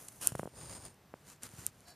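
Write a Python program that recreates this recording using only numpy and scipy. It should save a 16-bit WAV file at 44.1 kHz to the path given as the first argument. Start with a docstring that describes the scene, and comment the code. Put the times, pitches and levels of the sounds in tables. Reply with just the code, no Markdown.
"""In a quiet place, fingers shift their grip on a hand-held camera.
Over a faint steady hiss, skin slides across the case in a few strokes. Its countless tiny slips
make a bright grainy hiss and a low rumble. The case ticks and snaps, and a fingertip sticks and
slips in a quickening run of dull knocks beside the microphone. A few stray knocks follow,
and the last stroke brings a faint squeak."""
import sys
import numpy as np
from scipy import signal
from scipy.fft import rfft, irfft
from scipy.io import wavfile

SR = 44100
rng = np.random.default_rng(int(sys.argv[2]) if len(sys.argv) > 2 else 0)


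def generate_wav(sig):
    """Save sig (samples, or channels by samples) to the path in sys.argv[1] as 16-bit PCM at SR."""
    pcm = np.round(np.clip(np.atleast_2d(sig).T, -1, 1) * 32767).astype(np.int16)
    wavfile.write(sys.argv[1], SR, pcm)


N = 85995

# A "colour" says how strong the low and high pitches of a sound are next to each other.
# Colour of the room and microphone hiss: f/Hz, level/dB
HISS_COLOUR = [(30, 8), (130, 7.5), (400, -1.5), (800, -3.5), (2000, -10), (4500, -15.5), (5400, -15.5),
               (7000, -19.5), (9200, -19), (11000, -21), (14000, -17.5)]
# Loudness of the four rubbing strokes and of the hand's rumble: t/s, level/dB
BRUSH_LEVEL = [(0, -53), (.07, -58), (.12, -59.5), (.2, -60), (.23, -70)]
SCRAPE_LEVEL = [(.208, -58), (.213, -43.5), (.219, -45), (.226, -40), (.262, -43), (.295, -45.5),
                (.315, -57), (.37, -60.5), (.392, -50), (.41, -59), (.5, -68)]
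SLIDE_LEVEL = [(.49, -75), (.55, -61), (.565, -53.5), (.64, -51.5), (.685, -52.5), (.715, -48.5),
               (.765, -50), (.8, -58), (.86, -49.5), (.9, -63), (.93, -71)]
REGRIP_LEVEL = [(1.14, -77), (1.24, -70), (1.295, -54), (1.33, -57.5), (1.35, -68), (1.4, -86),
                (1.425, -56), (1.437, -47.5), (1.468, -52.5), (1.485, -61.5), (1.55, -58), (1.59, -53),
                (1.675, -54.5), (1.71, -71), (1.865, -69.5), (1.882, -54.5), (1.95, -75)]
RUMBLE_LEVEL = [(0, -61), (.18, -68.5), (.23, -54.5), (.45, -54), (.505, -63), (.535, -52.5), (.72, -54),
                (.8, -58.5), (.85, -49), (.93, -66.5), (1.1, -72), (1.3, -59.5), (1.39, -75), (1.45, -55),
                (1.5, -64), (1.6, -60), (1.73, -64), (1.95, -69.5)]
# Colour of each stroke and of the rumble: f/Hz, level/dB
BRUSH_COLOUR = [(200, -5), (1300, -7), (3600, -15), (5600, -10.5), (6400, -4.5), (7500, -9.5), (9700, -1.5),
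                (10700, -6.5), (14000, -9)]
SCRAPE_COLOUR = [(200, -10), (800, -11), (1500, -9), (2200, -19.5), (2900, -8.5), (3700, -18),
                 (4300, -13.5), (5000, -15), (5550, -9.5), (6100, -16.5), (6700, -8.5), (8000, -11.5),
                 (9300, -3), (11400, -14.5), (14000, -13.5)]
SLIDE_COLOUR = [(200, -4.5), (500, -3), (1000, -5), (1500, -10.5), (3050, -15.5), (4300, -14.5),
                (5100, -6.5), (5900, -21.5), (6650, -4.5), (7200, -12), (8050, -14), (8700, -2), (9400, -4),
                (11000, -22.5), (14000, -21)]
REGRIP_COLOUR = [(200, 3.5), (800, -4), (1300, -0.5), (3500, -8), (4400, -5), (5600, -6), (6900, -1.5),
                 (8200, -4), (9200, -2), (11500, -7.5), (14000, -11)]
RUMBLE_COLOUR = [(20, -10), (45, 0), (70, 0.5), (110, -2), (170, -5), (260, -15.5), (500, -17), (1500, -43)]
# Share of the rubbing and hiss that differs between left and right: f/Hz, level/dB
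STEREO_SPREAD = [(3000, -66), (4500, -25.5), (7000, -4), (14000, -6.5)]
# Small gritty ticks: t/s, level/dB, fade time/s
GRIT_TICKS = [(0.082, -45, 0.0014), (.085, -37, 0.0018), (.213, -42, 0.0064), (0.3214, -40.5, 0.0018),
              (0.354, -40.5, 0.0028), (0.397, -45.5, 0.0019), (0.8528, -35.5, 0.00061),
              (0.9433, -58, 0.0019), (1.3616, -58, 0.0014), (1.4339, -32, 0.00042), (1.462, -48, 0.0016),
              (1.491, -45, 0.00047), (1.806, -49.5, 0.00055), (1.905, -46, 0.00055)]
# Sharp snaps of the case: t/s, peak level/dB
CASE_SNAPS = [(.2726, -0.5), (1.4348, -35), (1.6657, -9.5)]
# Colour of the ticks and of the snaps: f/Hz, level/dB
TICK_COLOUR = [(200, -44), (2000, -9), (4500, -9), (7000, -3), (9300, 2.5), (11500, -6), (14000, -16.5)]
SNAP_COLOUR = [(100, -42), (1200, -38), (2900, -23.5), (4300, -26), (6000, -14.5), (7300, -5), (8400, -6),
               (9500, 0), (11500, -8), (14000, -11)]
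# Fingertip knocks: t/s, pulse level/dB, pulse width/s, thud level/dB, thud f/Hz
FINGER_KNOCKS = [(0.3209, -30, 0.00016, -27.5, 123), (0.3523, -20, 0.00015, -26.5, 128),
                 (0.3954, -17.5, 0.00015, -27.5, 156), (0.4321, -22, 0.00021, -34, 172),
                 (0.457, -26, 0.00023, -40, 196), (0.4751, -27, 0.00022, -56, 250),
                 (0.536, -57, 0.00046, -43, 100), (1.14, -26.5, 0.00015, -42, 226),
                 (1.5363, -43, 0.00022, -41.5, 141), (1.5869, -46, 0.00061, -35, 99)]
# Ringing tones of the squeak: f/Hz, level/dB
SQUEAK_TONES = [(711, -62), (1660, -66.5), (4090, -64), (4560, -62), (5370, -66), (7020, -71)]

TIME = np.arange(N) / SR
FREQS = np.fft.rfftfreq(N, 1 / SR)


def gain(db):
    """Turns decibels into a number to multiply by."""
    return 10 ** (np.asarray(db) / 20)


def unit_power(x):
    """Scales a signal to an average power of one."""
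    return x / np.sqrt(np.mean(x ** 2) + 1e-20)


def gain_at(colour, hz):
    """Looks up how strong a colour is at the given frequencies."""
    f, db = np.transpose(colour)
    return gain(np.interp(np.log(hz + 1), np.log(f), db))


def loudness(levels):
    """Joins (time, level) points into a curve that fades away beyond both ends."""
    times, db = np.transpose(levels)
    outside = np.maximum(times[0] - TIME, 0) + np.maximum(TIME - times[-1], 0)
    return gain(np.interp(TIME, times, db)) * np.exp(-(outside / .006) ** 2)


def add(mix, start, sound):
    """Adds a sound to the mix at a start time in seconds."""
    part = mix[max(round(start * SR), 0):][:len(sound)]
    part += sound[:len(part)]


def ring(colour, size=4096):
    """The short ring, with an energy of one, of something with this colour when tapped once."""
    log_gain = np.log(gain_at(colour, abs(np.fft.fftfreq(size, 1 / SR))))
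    spectrum = np.exp(np.conj(signal.hilbert(log_gain)))  # nothing sounds before the tap
    response = np.fft.ifft(spectrum).real[:size // 2]
    return response / np.linalg.norm(response)


def tint(x, colour):
    """Gives a signal a colour."""
    return signal.fftconvolve(x, ring(colour))[:len(x)]


def wander(seconds):
    """A smooth random wobble; more seconds make it slower."""
    smoothing = np.exp(-(2 * FREQS * seconds) ** 2)
    return unit_power(irfft(rfft(rng.standard_normal(N)) * smoothing, N))


def cut_bass(x, hz, q):
    """Weakens everything below hz; a higher q makes the corner sharper."""
    w = 2 * np.pi * hz
    return signal.lfilter(*signal.bilinear([1, 0, 0], [1, w / q, w * w], SR), x)


def steady_hiss(db=-63):
    """The room and the microphone hiss faintly all the time."""
    return gain(db) * tint(rng.standard_normal(N), HISS_COLOUR)


def rub(levels, colour, roughness, grain_s=0.0018, catch_s=0.0022, flutter_db=2):
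    """Countless tiny slips of skin, bunched into grains, sound through the case."""
    grains = flutter_db * wander(grain_s)  # single slips
    catches = flutter_db * wander(catch_s)  # slower catching and letting go
    slips = rng.standard_normal(N) * gain(roughness * (grains + catches))
    return tint(unit_power(slips) * loudness(levels), colour)


def strokes():
    """Skin rubs over the case in four strokes, each with its own colour."""
    return (rub(BRUSH_LEVEL, BRUSH_COLOUR, roughness=0.65)
            + rub(SCRAPE_LEVEL, SCRAPE_COLOUR, roughness=0.8)
            + rub(SLIDE_LEVEL, SLIDE_COLOUR, roughness=0.88)
            + rub(REGRIP_LEVEL, REGRIP_COLOUR, roughness=0.76))


def hand_rumble():
    """The moving hand also makes a deep, rough rubbing sound."""
    return rub(RUMBLE_LEVEL, RUMBLE_COLOUR, roughness=1.0)


def ticks():
    """Short gritty bursts come where the skin lets go."""
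    bursts, t = np.zeros(N), TIME[:SR // 40]
    for start, db, fade_s in GRIT_TICKS:
        add(bursts, start, gain(db) * np.exp(-t / fade_s) * rng.standard_normal(len(t)))
    return tint(bursts, TICK_COLOUR)


def snaps():
    """Single jolts ring the high pitches of the case for an instant."""
    out, click = np.zeros(N), ring(SNAP_COLOUR)
    for start, db in CASE_SNAPS:
        add(out, start, gain(db) * click / abs(click).max())
    return out


def knocks(thud_delay_s=0.00053, fade_cycles=0.43, air_hz=617, air_db=-4):
    """Each fingertip slip sends out a hollow pulse; the kick back swings the case once or twice."""
    pulses, thuds = np.zeros(N), np.zeros(N)
    for when, pulse_db, width_s, thud_db, thud_hz in FINGER_KNOCKS:
        pulses += gain(pulse_db) / np.cosh(np.minimum(abs(TIME - when) / width_s, 20))
        cycles = np.maximum(TIME - when - thud_delay_s, 0) * thud_hz
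        thuds -= gain(thud_db) * np.sin(2 * np.pi * cycles) * np.exp(-cycles / fade_cycles)
    # The pocket of air under the finger makes the knock hollow.
    hollow = signal.lfilter(*signal.iirpeak(air_hz, Q=1.5, fs=SR), pulses)
    return cut_bass(pulses, hz=276, q=0.31) + gain(air_db) * hollow + thuds


def squeak(loudest_at_s=1.9, width_s=0.039, waver_s=0.0076):
    """The last stroke sets a few wavering tones ringing in the case."""
    tones = sum(gain(db) * np.sin(2 * np.pi * hz * TIME + wander(waver_s)) for hz, db in SQUEAK_TONES)
    return tones * np.exp(-((TIME - loudest_at_s) / width_s) ** 2)


def scene():
    """Everything sits in the centre; only the highs of the rubbing and hiss spread wider."""
    centre = steady_hiss() + strokes() + hand_rumble() + ticks() + snaps() + knocks() + squeak()
    fresh_noise = steady_hiss() + strokes()
    side = irfft(rfft(fresh_noise) * gain_at(STEREO_SPREAD, FREQS), N)
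    return np.array([centre + side, centre - side])


def record(dry, lowest_hz=87.4, highest_hz=14330):
    """The camera weakens the deepest rumble and cuts off the very highest pitches."""
    treble_cut = signal.firwin(511, highest_hz, window=("kaiser", 8), fs=SR)
    return signal.oaconvolve(cut_bass(dry, lowest_hz, q=.7), treble_cut[None], "same")


dry = scene()
out = record(dry)
generate_wav(out)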